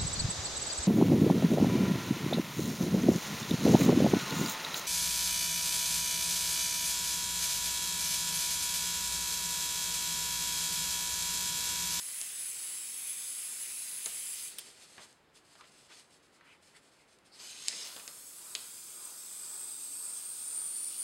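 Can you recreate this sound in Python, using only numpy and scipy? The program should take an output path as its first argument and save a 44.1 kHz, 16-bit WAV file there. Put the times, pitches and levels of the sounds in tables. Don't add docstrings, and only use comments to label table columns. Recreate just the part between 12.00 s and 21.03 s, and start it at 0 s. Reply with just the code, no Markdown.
import sys
import numpy as np
from scipy import signal
from scipy.fft import rfft, irfft, next_fast_len
from scipy.io import wavfile
from scipy.ndimage import uniform_filter1d, map_coordinates

SR = 44100
rng = np.random.default_rng(int(sys.argv[2]) if len(sys.argv) > 2 else 0)


def dump(signal):
    limited = np.clip(np.atleast_2d(signal).T, -1, 1)
    pcm = np.round(limited * 32767).astype(np.int16)
    wavfile.write(sys.argv[1], SR, pcm)


N = 398223
TIME = np.arange(N) / SR
LEAD_S = .004
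FALTER_DB, FALTER_HZ = 9, 560


def amp(db):
    return 10 ** (np.asarray(db) / 20)


def unit(x):
    return x / np.sqrt(np.mean(x ** 2) + 1e-20)


def unit_click(x):
    return x / np.linalg.norm(x) * np.sqrt(SR / 200)


def curve(points):
    return np.interp(TIME, *np.transpose(points))


def wobble(rate):
    knots = rng.standard_normal(int(N * rate / SR) + 4)
    return map_coordinates(knots, [np.arange(N) * rate / SR])


def ramp(start_s, rise_s):
    return np.clip((TIME - start_s) / rise_s, 0, 1)


def since(s):
    return np.maximum(TIME - s, 0)


def stroke(start_s, end_s, attack_s, stop_db_per_s):
    return ramp(start_s, attack_s) * amp(-stop_db_per_s * since(end_s))


def add(track, s, sound):
    part = track[round(s * SR):][:len(sound)]
    part += sound[:len(part)]


def filtered(x, response):
    size = next_fast_len(len(x) + 8192)
    return irfft(rfft(x, size) * response(np.fft.rfftfreq(size, 1 / SR)), size)[:len(x)]


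def resonance(f, hz, width_hz):
    return 1j * f * width_hz / (hz * hz - f * f + 1j * f * width_hz)


def hump(f, hz, octaves):
    return np.exp(-.5 * (np.log2((f + 1) / hz) / octaves) ** 2)


def rolloff(f, corner_hz):
    return 1 / np.sqrt(1 + (f / corner_hz) ** 12)


def noise(spectrum, grain=0, patchy_db=0):
    grainy = rng.standard_normal(N) * np.exp(grain * wobble(1500))
    frames = signal.stft(grainy, nperseg=1024)[2]
    patches = uniform_filter1d(rng.standard_normal(frames.shape), size=7, axis=0)
    patches = uniform_filter1d(patches, size=16, axis=1)
    drifting = signal.istft(frames * amp(patchy_db * unit(patches)), nperseg=1024)[1][:N]
    hz, db = np.transpose(spectrum)
    return unit(filtered(drifting, lambda f: amp(np.interp(np.log(f + 1), np.log(hz + 1), db))))


def workshop():
    # f/Hz, relative level/dB
    room_tone = [(15, -50), (30, -10), (60, -7.5), (120, -3), (190, -1.5), (370, 0), (600, -3.5),
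                 (1200, -5.5), (2000, -8.5), (4600, -16), (8000, -22.5), (15000, -34)]
    mains = amp(-86) * np.sqrt(2) * np.sin(2 * np.pi * 150 * TIME)
    return amp(-66.5) * noise(room_tone) + mains


def edge_tone(pitch, core_hz, breath_hz, breath_db):
    carrier = np.exp(2j * np.pi * np.cumsum(pitch) / SR)
    def band(half_width):
        narrow = lambda f: 1 / (1 + 1j * f / half_width) ** 2
        real, imag = (filtered(rng.standard_normal(N), narrow) for _ in range(2))
        return unit(np.real((real + 1j * imag) * carrier))
    return unit(band(core_hz) + amp(breath_db) * band(breath_hz))


def off_table(hiss, share, tremor_ms):
    # t/s, delay/ms
    bounce = [(0, 0.61), (2.5, 0.61), (5.85, 1.5), (6.1, 0.95), (6.45, 0.85), (7.5, 0.84), (9.03, 0.87)]
    lag = (curve(bounce) + tremor_ms * wobble(4)) * SR / 1000
    echo = map_coordinates(hiss, [np.arange(N) - lag], order=3)
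    return (hiss + share * echo) / np.hypot(1, share)


def first_burst(falter):
    # f/Hz, relative level/dB
    jet = [(40, -56), (300, -34), (900, -18.5), (1800, -14), (2300, -5.5), (3200, -9.5), (5000, -7),
           (6500, -3), (7900, 0.5), (9200, 0), (11000, -7), (12500, -9.5), (15800, -12)]
    held_hz, sag_hz_per_s, shut_db_per_s = 10504, 13000, 250
    closing_s = since(2.48)
    sputter = wobble(25.23)
    pitch = np.maximum(held_hz - FALTER_HZ * falter - sag_hz_per_s * closing_s + 25 * wobble(9), 0)
    hiss = amp(-41.5 + .24 * sputter) * noise(jet, grain=.099, patchy_db=1.6)
    whistle_db = -43.5 - FALTER_DB * falter + 2 * sputter
    whistle = amp(whistle_db) * edge_tone(pitch, core_hz=270, breath_hz=600, breath_db=-6)
    return (off_table(hiss, share=.13, tremor_ms=.02) + whistle) * amp(-shut_db_per_s * closing_s)


def airbrush():
    # t/s, half-length/s, depth/0-1
    falters = [(0.271, .035, .2), (0.559, .018, .3), (1.696, .018, .35), (1.859, 0.05, .18),
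               (2.028, .014, .35), (2.099, 0.018, .6), (2.387, .028, 0.8), (8.2, .03, .3),
               (8.393, .022, .32), (8.938, .026, .62)]
    # f/Hz, relative level/dB
    breakup = [(40, -60), (1200, -37), (2800, -1), (4800, -2), (6500, 2), (9000, -4), (15800, -15)]
    falter = sum(depth * np.exp(-.5 * ((TIME - s) / spread) ** 2) for s, spread, depth in falters)
    return first_burst(falter) + second_burst(falter) + amp(-46) * falter * noise(breakup)


def contact(rattle_share, t60):
    t = np.arange(SR // 10) / SR
    rattle = rng.standard_normal(len(t)) * amp(-60 * t / t60)
    blow = rattle_share * rattle / np.linalg.norm(rattle) + (t == 0)
    return np.pad(blow, (round(LEAD_S * SR), 0))


def card_snaps():
    # t/s, click level/dB, centre f/Hz, knock/dB re click, rattle/ratio to blow, flutter/dB re click
    snaps = [(0.2141, -34.5, 8500, -18, 0.19, -23), (2.0592, -30, 7960, -11.5, 2.4, -12),
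             (2.98, -57, 2200, 8.5, 1.4, 4), (3.128, -61, 8000, -22, .6, -17),
             (3.554, -62, 2490, 7, 0.5, -13), (3.6104, -54.5, 1600, 1, 0.35, -9),
             (4.41, -67.5, 1590, 4, 1.2, 9), (5.187, -64, 9000, -25, 0.76, -15),
             (5.6833, -24, 5200, -27, 0.39, -6.5), (5.727, -46, 2400, -4, 1.2, -7),
             (5.964, -46.5, 3400, 2, 2.37, -2), (5.997, -53, 3000, -4, 1.2, 3),
             (6.0778, -38.5, 4200, -13, 0.7, -5), (6.5514, -29.5, 3450, -17.5, 0.58, -6)]
    # f/Hz, width/Hz, relative level/dB
    modes = [(900, 230, -30), (2640, 810, 5.5), (3110, 490, 5.5), (3900, 860, 5), (5130, 690, 6),
             (6510, 1100, 9.5), (7480, 1020, 9.5), (9130, 1400, 3.5)]
    card = lambda f: sum((-1) ** k * amp(db) * resonance(f, hz, width)
                         for k, (hz, width, db) in enumerate(modes))
    table = lambda f: resonance(f, hz=680, width_hz=3100) ** 2 * rolloff(f, 5000)
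    out = np.zeros(N)
    for s, db, hz, knock_db, rattle_share, flutter_db in snaps:
        struck_card = lambda f: card(f) * hump(f, hz, octaves=1.22) * rolloff(f, 10700)
        click = unit_click(filtered(contact(rattle_share, t60=.014), struck_card))
        flutter = unit_click(filtered(contact(1.8, t60=.058), lambda f: hump(f, hz, octaves=.36)))
        knock = unit_click(filtered(contact(4, t60=.13), table))
        add(out, s - LEAD_S, amp(db) * (click + amp(flutter_db) * flutter + amp(knock_db) * knock))
    return out


def card_nudges():
    # t/s, length/s, level/dB
    nudges = [(2.496, 0.17, -51), (2.628, 0.415, -57), (3.06, 0.054, -64.5), (3.328, 0.047, -62.5),
              (3.432, 0.26, -64), (3.697, 0.17, -62), (3.873, 0.17, -62), (4.086, 0.054, -62.5),
              (4.212, .05, -67), (4.31, 0.058, -67.5), (4.426, 0.11, -66.5), (4.605, 0.074, -64.5),
              (4.69, 0.085, -66.5), (4.8, 0.085, -67.5), (4.897, 0.12, -68.5), (5.063, 0.064, -65.5),
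              (5.239, 0.027, -62), (5.308, .075, -61)]
    # f/Hz, relative level/dB
    paper = [(40, -47), (300, 0.5), (1000, -5), (2500, 1), (3400, 1), (4600, 3.5), (7000, 2.5), (9000, 1.5),
             (10200, -4.5), (12000, -12.5), (15800, -31)]
    pushes = [amp(db) * stroke(s, s + length, attack_s=.025, stop_db_per_s=200)
              for s, length, db in nudges]
    return np.max(pushes, axis=0) * amp(2.2 * wobble(30)) * noise(paper, grain=.16, patchy_db=1)


def valve():
    # t/s, level/dB
    hits = [(2.585, -35.5), (2.5916, -41)]
    # f/Hz, width/Hz, relative level/dB
    modes = [(3370, 550, -0.5), (5200, 1200, -4), (8650, 630, 3), (12900, 410, -2)]
    metal = lambda f: sum(amp(db) * resonance(f, hz, width) for hz, width, db in modes)
    out = np.zeros(N)
    for s, db in hits:
        add(out, s - LEAD_S, amp(db) * unit_click(filtered(contact(4, t60=.024), metal)))
    return out


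def finger_scuffs():
    # t/s, half-length/s, centre f/Hz, half-width/octaves, level/dB
    scuffs = [(2.999, 0.023, 600, 2, -56.5), (3.029, 0.027, 1200, 2.9, -62), (3.61, 0.013, 1240, 0.25, -56),
              (3.646, 0.0098, 1500, 1.4, -58), (3.92, 0.018, 1800, 1.5, -55),
              (4.461, 0.066, 1410, 0.83, -65), (4.514, 0.029, 2500, 0.24, -60),
              (4.762, 0.016, 1980, 0.4, -61.5), (5.013, 0.036, 2360, 0.27, -71),
              (5.345, 0.019, 4740, .15, -58), (5.423, 0.031, 1400, 3.3, -56),
              (5.718, 0.023, 2250, 0.33, -51.5), (5.775, 0.039, 300, 0.68, -63),
              (5.86, 0.073, 1300, 2.3, -54.5), (5.967, 0.0031, 800, 0.59, -57),
              (6.002, 0.0036, 2440, 0.48, -58)]
    out = np.zeros(N)
    t = np.arange(-SR // 4, SR // 4) / SR
    for s, spread, hz, octaves, db in scuffs:
        patch = lambda f: hump(f, hz, octaves) * rolloff(f, 7500)
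        rub = unit(filtered(rng.standard_normal(len(t)), patch))
        add(out, s + t[0], amp(db) * rub * np.exp(-.5 * (t / spread) ** 2))
    return out


def card_sweep():
    # f/Hz, relative level/dB
    paper = [(30, -48), (130, -19), (300, -18), (1000, -17.5), (2000, -10), (3400, -4), (4600, -2.5),
             (6500, -0.5), (8300, -6), (10000, -13.5), (12000, -19.5), (15800, -40)]
    start_s, end_s, end_db, rise_db_per_s = 5.375, 5.825, -41.5, 17
    level_db = end_db - rise_db_per_s * np.maximum(end_s - TIME, 0) + wobble(44)
    rub = amp(level_db) * noise(paper, grain=.21, patchy_db=2.5)
    return rub * stroke(start_s, end_s, attack_s=.029, stop_db_per_s=101)


def second_burst(falter):
    # t/s, pull/0-1
    trigger = [(6.15, 0.0), (6.5, 0.47), (6.8, 0.48), (7.02, 0.67), (7.5, 0.82), (8.0, 0.91), (8.35, 0.9),
               (8.52, 0.96), (9.03, 1)]
    # t/s, f/Hz
    whistle_pitch = [(6.4, 8430), (7.05, 8320), (7.28, 8020), (7.87, 8320), (8.25, 8750), (8.68, 8950),
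                     (8.87, 9280), (9.03, 9370)]
    # f/Hz, relative level/dB
    jet = [(40, -48), (300, -45), (1200, -14), (2000, -14.5), (2800, -9.5), (3800, -8), (5000, -3),
           (6400, -1), (7800, 3), (8900, 1.5), (9700, -0.5), (11500, -3), (12600, -8), (15800, -8.5)]
    # f/Hz, relative level/dB
    card_rush = [(40, -54), (300, -13.5), (800, -14), (1300, -7), (1800, -16.5), (4000, -46), (12000, -57)]
    crossing_s, pass_period_s = 6.53, .515
    over_card = np.cos(2 * np.pi * (TIME - crossing_s) / pass_period_s)
    slack = 1 - curve(trigger)
    sputter = wobble(22)
    pitch = curve(whistle_pitch) - FALTER_HZ * falter + 30 * wobble(12)
    hiss = amp(-45 - 4 * slack + .32 * sputter) * noise(jet, grain=.064, patchy_db=1.8)
    whistle_db = -37.5 - 42 * slack + .6 * over_card - FALTER_DB * falter + .9 * sputter
    whistle = amp(whistle_db) * edge_tone(pitch, core_hz=165, breath_hz=680, breath_db=-2.5)
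    rush = amp(-66.5 + 4.5 * over_card) * noise(card_rush)
    valve_open = ramp(start_s=5.825, rise_s=.03)
    return (off_table(hiss, share=.2, tremor_ms=.008) + whistle + rush) * valve_open


def compressor():
    # f/Hz, level/dB
    lines = [(290, -81.5), (339, -81.5), (358, -86), (512, -88), (868, -80)]
    hum = np.zeros(N)
    for hz, db in lines:
        peak = np.sqrt(2) * amp(db + 3.3 * wobble(4))
        hum += peak * np.sin(2 * np.pi * hz * TIME + 2.3 * wobble(16))
    return ramp(start_s=5.86, rise_s=1.35) * hum


def clutter(x, share, count=24):
    delays_s = rng.uniform(.002, .03, count)
    gains = rng.choice([-1, 1], count) * amp(-60 * delays_s / .15)
    taps = np.bincount((delays_s * SR).astype(int), gains)
    echoes = signal.fftconvolve(x, taps / np.linalg.norm(taps))[:N]
    return (x + share * echoes) / np.hypot(1, share)


def walls(x, t60):
    t = np.arange(SR // 2) / SR
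    build_up = 1 - np.exp(-t / .0058)
    tail = rng.standard_normal(len(t)) * amp(-60 * t / t60) * build_up
    reverb = signal.fftconvolve(x, tail / np.linalg.norm(tail))[:N]
    return filtered(reverb, lambda f: rolloff(f, 10500))


def scene():
    clicks = card_snaps() + valve()
    air_and_paper = clutter(airbrush() + card_nudges() + card_sweep() + finger_scuffs(), share=.3)
    mono = air_and_paper + clicks + amp(-8.5) * walls(clicks, t60=.69) + workshop() + compressor()
    return np.array([mono, mono])


def record(dry):
    # f/Hz, half-width/Hz, gain/dB
    dips = [(5770, 244, -11.5), (6870, 243, -6), (15020, 190, -18)]
    top_hz = 15800
    def microphone(f):
        notches = [1 - (1 - amp(db)) * resonance(f, hz, 2 * half_width) for hz, half_width, db in dips]
        return np.prod(notches, axis=0) * (f < top_hz)
    return np.array([filtered(channel, microphone) for channel in dry])


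dry = scene()
out = record(dry)
dump(out)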